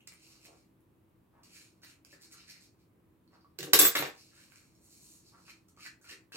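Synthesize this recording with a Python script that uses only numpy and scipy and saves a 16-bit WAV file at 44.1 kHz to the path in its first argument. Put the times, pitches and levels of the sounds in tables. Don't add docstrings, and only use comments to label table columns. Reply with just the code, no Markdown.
import sys
import numpy as np
from scipy import signal
from scipy.fft import rfft, irfft
from scipy.io import wavfile
from scipy.ndimage import uniform_filter1d

SR = 44100
rng = np.random.default_rng(int(sys.argv[2]) if len(sys.argv) > 2 else 0)


def store_pcm(level_fs):
    pcm = np.round(np.clip(level_fs, -1, 1) * 32767).astype(np.int16)
    wavfile.write(sys.argv[1], SR, np.atleast_2d(pcm).T)


N = 280608

TOP_HZ = [306, 382, 467, 504, 560, 609, 777, 1073, 1628]
# relative level/dB, t60/s
TOP_MODES = [(2, 0.11), (3, 0.13), (-1, 0.22), (-7, 0.055), (-4.5, .08), (-9, 0.024), (-3, 0.063),
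             (-15, 0.07), (-10.5, 0.025)]
# f/Hz, density/dB per Hz
CRACK_COLOUR = [(250, -26.5), (550, -8.5), (850, -7), (1150, -7.5), (1620, -2.5), (2100, -3), (2750, 0),
                (3100, -6.5), (3600, 1.5), (4300, -3), (5300, -4), (7200, -6), (9000, -14), (11500, -24),
                (14300, -8.5), (16000, -12)]


def rub():
    # start/s, rise/s, hold/s, fall/s, pressure/dB, rim/dB and dry fizz/dB
    # (both relative to pressure), wall f/Hz
    rubs = [(0.0, 0.0056, 0.0041, .1, -72, -26, -5.5, 2620),
            (0.071, 0.0018, 0.0024, .07, -63.5, 2, 4.5, 2300), (0.087, 0.036, .01, 0.42, -70, -7, -6, 2420),
            (0.141, 0.087, 0.11, 0.35, -72.5, -0.5, 5, 2520),
            (0.41, 0.043, 0.0069, 0.073, -63.5, -3, 4.5, 2510),
            (0.466, 0.034, 0.1, 0.16, -80, -2.5, 3.5, 2350),
            (1.431, 0.0018, 0.015, 0.2, -72, -0.5, 5, 2460), (1.45, 0.098, 0.016, 0.33, -64, -3, 3.5, 2430),
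            (1.816, 0.018, 0.006, 0.032, -60.5, -3.5, -3, 2510),
            (1.843, 0.026, 0.039, 0.091, -66, -6, 1.5, 2520),
            (2.046, 0.0024, .005, 0.05, -67, -23, 1.5, 2500),
            (2.051, 0.061, 0.028, 0.079, -69.5, -0.5, 4, 2400),
            (2.196, 0.022, 0.019, 0.12, -70.5, 4.5, 9, 2300),
            (2.296, 0.03, 0.0079, 0.052, -63.5, -1, 8, 2360),
            (2.32, 0.053, 0.044, 0.12, -67.5, -1.5, -2.5, 2540),
            (2.427, 0.059, 0.021, 0.21, -63, -1, 1, 2370),
            (2.565, 0.065, 0.0086, .14, -76, 5.5, 10.5, 2310),
            (2.753, 0.041, 0.034, .1, -89.5, -1, 2, 2350), (3.275, 0.061, 0.018, 0.094, -82, -1, -3, 2620),
            (3.39, 0.0075, .01, 0.25, -93, 7, -9, 2450), (4.135, 0.054, 0.021, 0.33, -71.5, 3.5, 6.5, 2470),
            (4.257, 0.091, .09, .3, -73, -2.5, 4.5, 2530),
            (4.453, 0.074, 0.063, 0.53, -76, -2.5, 6.5, 2340),
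            (4.741, 0.0089, 0.013, .1, -87.5, 2, 12, 2310), (4.77, 0.074, .02, 0.34, -86, 3, 19.5, 2150),
            (4.848, 0.07, 0.037, 0.18, -78, 3.5, 14.5, 2340),
            (4.951, 0.059, 0.14, 0.26, -81.5, 4.5, 18.5, 2400),
            (5.205, 0.057, 0.016, 0.22, -83, 9.5, 14, 2400), (5.31, 0.073, 0.052, .1, -85, 5.5, 11.5, 2370),
            (5.436, 0.03, 0.018, 0.24, -69, -0.5, 3.5, 2610),
            (5.468, 0.024, 0.01, 0.032, -55, -11.5, -8, 2420), (5.68, .004, .01, 0.085, -85.5, 1, 17, 2390),
            (5.764, 0.069, 0.033, 0.094, -59.5, -4, 0.5, 2430),
            (6.012, 0.0018, 0.023, 0.11, -84.5, 5, 17, 2330),
            (6.037, 0.056, 0.031, 0.092, -58, -4, -0.5, 2430),
            (6.083, 0.0051, 0.031, .03, -53, -9.5, -5, 2650), (6.321, .002, 0.02, .1, -57.5, -8, -2, 2710),
            (6.322, 0.038, .02, 0.082, -50.5, -3, -2.5, 2600)]
    # f/Hz, width/Hz of each filter pass, level/dB, share (1 rim, 2 fizz)
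    cup = [(4306, 930, 2.5, 1), (5300, 1100, 0, 1), (7220, 2780, -4.5, 2), (11130, 4100, 0, 2),
           (12100, 6300, -1.5, 2)]
    power = strokes(rubs)
    rim_db, fizz_db, wall_hz = np.transpose(rubs)[5:]
    pressure = spread(np.sqrt(power.sum(0)))
    rim = spread(np.sqrt(gain_of(2 * rim_db) @ power))
    fizz = spread(np.sqrt(gain_of(2 * fizz_db) @ power))
    shares = (pressure, rim, fizz)
    drag = slips(N, 4.55, hold=40)
    wall = spread(wall_hz @ power / power.sum(0))
    body = -pressure * evened(resonate_twice(drag, wall, 690))
    for n, (hz, width, db, share) in enumerate(cup):
        polarity = (-1) ** n
        body += polarity * shares[share] * gain_of(db) * evened(resonate_twice(drag, hz, width))
    return body


def scuff():
    # start/s, rise/s, hold/s, fall/s, level/dB, hollow f/Hz
    scuffs = [(0.0, .01, .01, 0.068, -88, 800), (0.068, .003, .005, .07, -83, 1430),
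              (0.088, 0.026, 0.012, .1, -78, 1280), (0.188, .12, 0.056, .2, -76.5, 1180),
              (0.413, 0.05, .07, 0.2, -72, 605), (1.322, .012, 0.022, 0.41, -69.5, 950),
              (1.484, 0.064, 0.06, 0.18, -74, 1650), (1.825, 0.011, 0.072, 0.14, -74, 1650),
              (2.126, .003, 0.017, 0.67, -71, 1660), (2.27, 0.077, 0.024, .3, -68, 1400),
              (2.4, 0.09, 0.077, 0.23, -71.5, 1830), (3.297, 0.026, 0.038, 0.13, -71, 920),
              (4.275, .1, .025, .12, -67.5, 1550), (4.4, 0.027, 0.19, 0.16, -78, 1510),
              (5.308, 0.03, 0.027, 0.19, -68, 1030), (5.461, 0.0081, 0.03, 0.11, -65, 1524),
              (5.773, .004, 0.0096, .08, -75, 1210), (5.778, 0.031, 0.033, 0.096, -66, 1410),
              (5.84, 0.012, 0.019, 0.017, -53, 1700), (6.024, 0.078, 0.0087, 0.04, -58, 1560),
              (6.112, .006, 0.018, 0.028, -59, 1820), (6.321, 0.0017, 0.015, 0.15, -64, 1450),
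              (6.322, 0.036, .02, .1, -55.5, 1150)]
    power = strokes(scuffs)
    hz = spread(np.transpose(scuffs)[5] @ power / power.sum(0))
    hollow = resonate_twice(slips(N, 6.1, hold=90), hz, 820)
    return spread(np.sqrt(power.sum(0))) * evened(hollow)


def add_ticks(mix):
    # time/s, snap level/dB, snap f/Hz, knock level/dB, knock f/Hz, left-right difference/dB
    ticks = [(0.0748, -43, 7450, -61.5, 2070, -19), (0.122, -46.5, 2250, -75, 2100, 7),
             (0.139, -51.5, 9100, -85, 1960, -11), (0.4517, -48, 2440, -76, 2130, -3),
             (0.8067, -66, 11100, -97, 1500, 4), (1.4362, -58, 7800, -68, 990, -10),
             (1.8194, -60, 5900, -68, 1516, -10), (1.834, -47, 1796, -76, 1850, 3),
             (1.8473, -46, 4160, -63, 1950, -16), (2.0492, -56.5, 4970, -74, 1560, -26),
             (2.1281, -52, 4900, -52.5, 1797, -0.5), (2.22, -50, 7500, -75, 4800, 0),
             (2.3277, -45, 6470, -72, 4770, 0), (3.2776, -70, 4270, -69, 4350, -8),
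             (3.4093, -79, 4200, -65, 4750, 0), (3.4458, -76, 4200, -57, 1140, -5),
             (4.521, -51, 2350, -62, 1580, -14), (4.7514, -70, 7010, -71.5, 5540, -2),
             (5.686, -57, 5970, -71, 1323, -3), (5.7744, -78.5, 2410, -53, 1210, -1),
             (5.783, -72, 2300, -70, 2240, 0), (5.8037, -60, 4700, -59, 2430, -5),
             (6.0136, -62, 6500, -65, 1545, -1), (6.0449, -53, 2280, -56, 1425, 0),
             (6.095, -54, 2700, -47, 1790, -1.5), (6.32, -47, 1710, -52, 1620, 2)]
    t = np.arange(2500) / SR
    for s, db, hz, knock_db, knock_hz, pan_db in ticks:
        puff = np.diff(rng.standard_normal(len(t)), prepend=0)
        snap = np.sin(2 * np.pi * hz * t) + 0.56 * puff
        snap *= gain_of(db - 60 * t / 0.0063)
        knock = gain_of(knock_db - 60 * t / 0.037) * np.sin(2 * np.pi * knock_hz * t)
        add(mix, s, snap + knock, pan_db)


def add_bumps(mix):
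    bumps = [(0.479, -64.5), (2.128, -68.5), (6.111, -69.5), (6.344, -59)]  # time/s, level/dB
    t = np.arange(SR // 4) / SR
    for s, db in bumps:
        modes = ring(TOP_HZ, TOP_MODES, t, rng.random((3, 20)), split_hz=3.1)
        add(mix, s, gain_of(db) * modes * np.minimum(t / 0.0023, 1))


def hands():
    mix = np.zeros((2, N))
    add(mix, 0, rub() + scuff(), pan_db=-2.3)
    add_ticks(mix)
    add_bumps(mix)
    late = np.exp(-1j * np.pi * np.fft.rfftfreq(N, 1 / SR) / 3400)
    return irfft(rfft(mix) * (1 + 0.1 * late), N)


def crack(t, db, tilt_db):
    puff = rng.standard_normal(len(t))
    puff *= abs(puff)
    colour = [(hz, level + tilt_db * np.log2(hz / 3000)) for hz, level in CRACK_COLOUR]
    return gain_of(db - 60 * t / 0.028) * evened(coloured(puff, colour))


def clack(t, ring_db):
    tones = [(1603, 1.5, .03), (1154, -1.5, .03), (2050, -2.5, 0.0083)]  # f/Hz, level/dB relative to the steel ring, t60/s
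    return sum(gain_of(ring_db + level - 60 * t / t60) * np.sin(2 * np.pi * hz * t)
               for hz, level, t60 in tones)


def table_knock(t, knock_db, luck):
    soft_tilt, hard_knock_db = .4, -32
    octaves = np.log2(np.divide(TOP_HZ, TOP_HZ[0]))
    tilt = soft_tilt * min(knock_db - hard_knock_db, 0) * octaves
    felt = [(level + dull_db, t60) for (level, t60), dull_db in zip(TOP_MODES, tilt)]
    return gain_of(knock_db) * ring(TOP_HZ, felt, t, luck, split_hz=39) * np.minimum(t / 0.0069, 1)


def table_thump(t, thump_db):
    swell = np.sin(np.pi / 2 * np.minimum(t / .012, 1)) ** 2
    return gain_of(thump_db - 60 * t / 0.13) * np.sin(2 * np.pi * 146 * t) * swell


def steel_ring(t, ring_db, free, rocking, luck):
    steel_hz = [3456, 4597, 6015, 6663, 7663, 8043, 9807, 10360, 11262, 11642, 12200, 13259, 13983, 14268,
                14316, 15094]
    steel_modes = [(-14, 0.73), (-27.5, .2), (-35.5, 0.32), (-11, 0.041), (-10, 0.25), (-12, 0.053),
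                   (-12.5, 0.23), (-22, 0.19), (-6, 0.45), (-10, 0.25), (-22.5, .2), (-8, 0.49), (-7, .2),
                   (-5, 0.94), (-2, 0.36), (-14.5, .15)]
    choke_db = -60 * np.maximum(t - free, 0) / .035
    flutter_db = 4.9 * rocking
    return gain_of(ring_db + choke_db + flutter_db) * ring(steel_hz, steel_modes, t, luck, split_hz=47)


def add_rattle(mix):
    # start/s, length/s, level/dB, starting fade/dB per s, starting treble/dB
    rattles = [(3.583, 0.14, -61.5, 57.5, 1), (3.731, 0.04, -31, 259, -3),
               (3.789, 0.25, -29.5, 144.5, -0.5), (3.952, 0.25, -27.5, 134, -13.5)]
    hasten, brighten = 402.5, 55.5
    t = np.arange(SR // 5) / SR
    for s, length, db, fade_db, treble_db in rattles:
        chatter = evened(coloured(slips(len(t), 5.5, hold=30), CRACK_COLOUR))
        dull = uniform_filter1d(chatter, size=8)
        treble = gain_of(treble_db + brighten * t) * (chatter - dull)
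        level = (t < length) * gain_of(db - fade_db * t - hasten * t ** 2)
        add(mix, s, level * (dull + treble))


def fork():
    blows = [(3.588, -34.5, 4, -46.5, -53.5, -58, -12, 0.01),
             (3.606, -37.5, 2, -57, -42.5, -67.5, -10, 0.02),
             (3.629, -34.5, 1, -58, -41.5, -59.5, -4, 0.026),
             (3.641, -47.5, 1, -50, -58, -61.5, -3.5, 0.02),
             (3.67, -47, -3.5, -45.5, -54, -73.5, 0.5, 0.02),
             (3.734, -11, 3, -31, -47.5, -21.5, -5.5, 0.02), (3.79, -8.5, 7.5, -34, -46, -24.5, 4, 0.011),
             (3.814, -24.5, 2, -40.5, -61.5, -33.5, -18.5, 0.019),
             (3.826, -46.5, 1, -40.5, -76.5, -31.5, 11, 0.037),
             (3.85, -20.5, -2.5, -47, -57.5, -28.5, 1, 0.032),
             (3.876, -29, 5.5, -53, -50, -42.5, -9, 0.012),
             (3.954, -21, -3.5, -42.5, -52, -35.5, -2.5, 0.055),
             (3.978, -36, -12.5, -52, -78, -37, -5.5, 0.028), (3.99, -32.5, 1, -40.5, -40.5, -56, 8, 0.015),
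             (4.025, -27.5, -6.5, -60, -44, -60, -4, 0.04), (4.058, -37.5, -6.5, -53.5, -67, -59, -3, 0.02)]
    mix, t = np.zeros((2, N)), np.arange(SR // 5) / SR
    rock = evened(uniform_filter1d(rng.standard_normal((len(blows), len(t))), size=300))
    for blow, rocking in zip(blows, rock):
        s, db, tilt_db, knock_db, thump_db, ring_db, pan_db, free = blow
        luck = rng.random((3, 20))
        add(mix, s, crack(t[:2048], db, tilt_db), pan_db)
        add(mix, s, clack(t, ring_db), pan_db)
        add(mix, s, table_knock(t, knock_db, luck))
        add(mix, s, table_thump(t, thump_db))
        add(mix, s, steel_ring(t, ring_db, free, rocking, luck), pan_db)
    add_rattle(mix)
    return mix


def kitchen(x):
    decay = [(250, 0.19), (1000, 0.29), (4000, 0.22), (9000, 0.23), (15000, 0.09)]  # f/Hz, t60/s
    taps = np.zeros((2, SR))
    at = np.arange(200, SR - 12, 12) + rng.integers(0, 12, (2, (SR - 201) // 12))
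    np.put_along_axis(taps, at, rng.choice([-1., 1.], at.shape), 1)
    hz, t, z = signal.stft(taps, SR, nperseg=256)
    fade = gain_of(-60 * t / read(decay, hz)[:, None])
    tail = signal.istft(alike(z, hz) * fade, SR, nperseg=256)[1]
    return signal.fftconvolve(x[None], tail / np.linalg.norm(tail[0]), axes=1)[:, :N]


def hum():
    hum_colour = [(15, -44.5), (25, -17), (117, -2), (153, -13.5), (317, -7.5), (363, -13), (405, -15.5),
                  (796, -25), (1020, -22.5), (1400, -29), (1700, -30.5), (1840, -31.5), (2280, -32.5),
                  (5730, -44.5), (16000, -38)]
    frames, hz = N // 256 + 5, np.fft.rfftfreq(1024, 1 / SR)
    a, b, c, d, patches = rng.standard_normal((frames, 513, 5)).T
    patches = uniform_filter1d(patches, size=6, axis=0)
    patches = evened(uniform_filter1d(patches, size=20, axis=1))
    colour = gain_of(read(hum_colour, hz)[:, None] + 0.58 * patches)
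    z = alike([a + 1j * b, c + 1j * d], hz) * colour
    noise = signal.istft(z, nperseg=1024, noverlap=768)[1][:, :N]
    return gain_of(-67) * evened(noise)


def drone():
    tones = [(324.4, 7.9, -76), (108, 31, -81.5), (177, 16, -78)]  # f/Hz, width/Hz of each filter pass, level/dB
    noise = rng.standard_normal(N)
    return sum(gain_of(db) * evened(resonate_twice(noise, hz, width)) for hz, width, db in tones)


def strokes(rows):
    touch_db, let_go_db = -21.5, -44.5
    t = np.arange(0, N / SR, .001)
    least = [[[-1]], [[.001]], [[0]], [[.01]], [[-150]]]
    start, rise, hold, fall, db = np.maximum(np.transpose(rows)[:5, :, None], least)
    rising = np.clip(1 - (t - start) / rise, 0, 1)
    falling = np.maximum(t - start - rise - hold, 0) / fall
    return (t >= start) * gain_of(db + touch_db * rising + let_go_db * falling) ** 2 + 1e-30


def slips(count, spread_db, hold):
    size = uniform_filter1d(rng.exponential(1, count), size=hold)
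    return rng.standard_normal(count) * gain_of(spread_db * evened(size - 1))


def resonate(x, hz, width):
    turn = np.exp(2j * np.pi * np.cumsum(hz * np.ones(len(x))) / SR)
    r = np.exp(-np.pi * width / SR)
    return 2 * (turn * signal.lfilter([1 - r], [1, -r], x / turn)).real


def resonate_twice(x, hz, width):
    return resonate(resonate(x, hz, width), hz, width)


def ring(hz, modes, t, chance, split_hz):
    db, t60 = np.transpose(modes)[:, :, None]
    share, phase, split = chance[:, :len(modes), None]
    beat = 1 + 0.71 * np.exp(2j * np.pi * (split_hz * (2 * split - 1) * t + share + phase))
    wave = np.exp(2j * np.pi * (np.c_[hz] * t + phase)) * beat
    landing_db = 7 * (share - .5)
    return (gain_of(db + landing_db - 60 * t / t60) * wave.real).sum(0)


def alike(pair, hz):
    likeness = [(60, 0.83), (290, 0.79), (640, 0.12), (1400, 0.14), (15000, 0.29)]  # f/Hz, left-right likeness (0 to 1)
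    same = np.clip(read(likeness, hz), 0, 1)[:, None]
    return np.array([pair[0], same * pair[0] + np.sqrt(1 - same ** 2) * pair[1]])


def coloured(x, points):
    return irfft(rfft(x) * gain_of(read(points, np.fft.rfftfreq(len(x), 1 / SR))), len(x))


def read(points, hz):
    f, value = np.transpose(points)
    return np.interp(np.log(hz + 1), np.log(f + 1), value)


def spread(curve):
    return np.interp(np.arange(N) * 1000 / SR, np.arange(len(curve)), curve)


def gain_of(db):
    return 10 ** (np.asarray(db) / 20)


def evened(x):
    return x / np.sqrt(np.mean(x ** 2) + 1e-20)


def add(mix, s, sound, pan_db=0):
    part = mix[:, round(s * SR):][:, :len(sound)]
    part += gain_of([[pan_db / 2], [-pan_db / 2]]) * sound[:part.shape[1]]


def scene():
    left_lag = 5
    plastic, steel = hands(), fork()
    near = plastic + steel
    left = np.append(np.zeros(left_lag), near[0, :-left_lag])
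    near = np.array([left, near[1]])
    echoes = kitchen(gain_of(0.5) * plastic.mean(0) + gain_of(-1.0) * steel.mean(0))
    return near + echoes + hum() + drone()


def record(dry):
    thin = signal.sosfilt(signal.butter(2, 60, "high", fs=SR, output="sos"), dry)
    rounded = .85 * np.tanh(thin / .85)
    band_limit = signal.firwin(511, 16000, window=("kaiser", 9), fs=SR)
    return signal.oaconvolve(rounded, band_limit[None], "same")


dry = scene()
out = record(dry)
store_pcm(out)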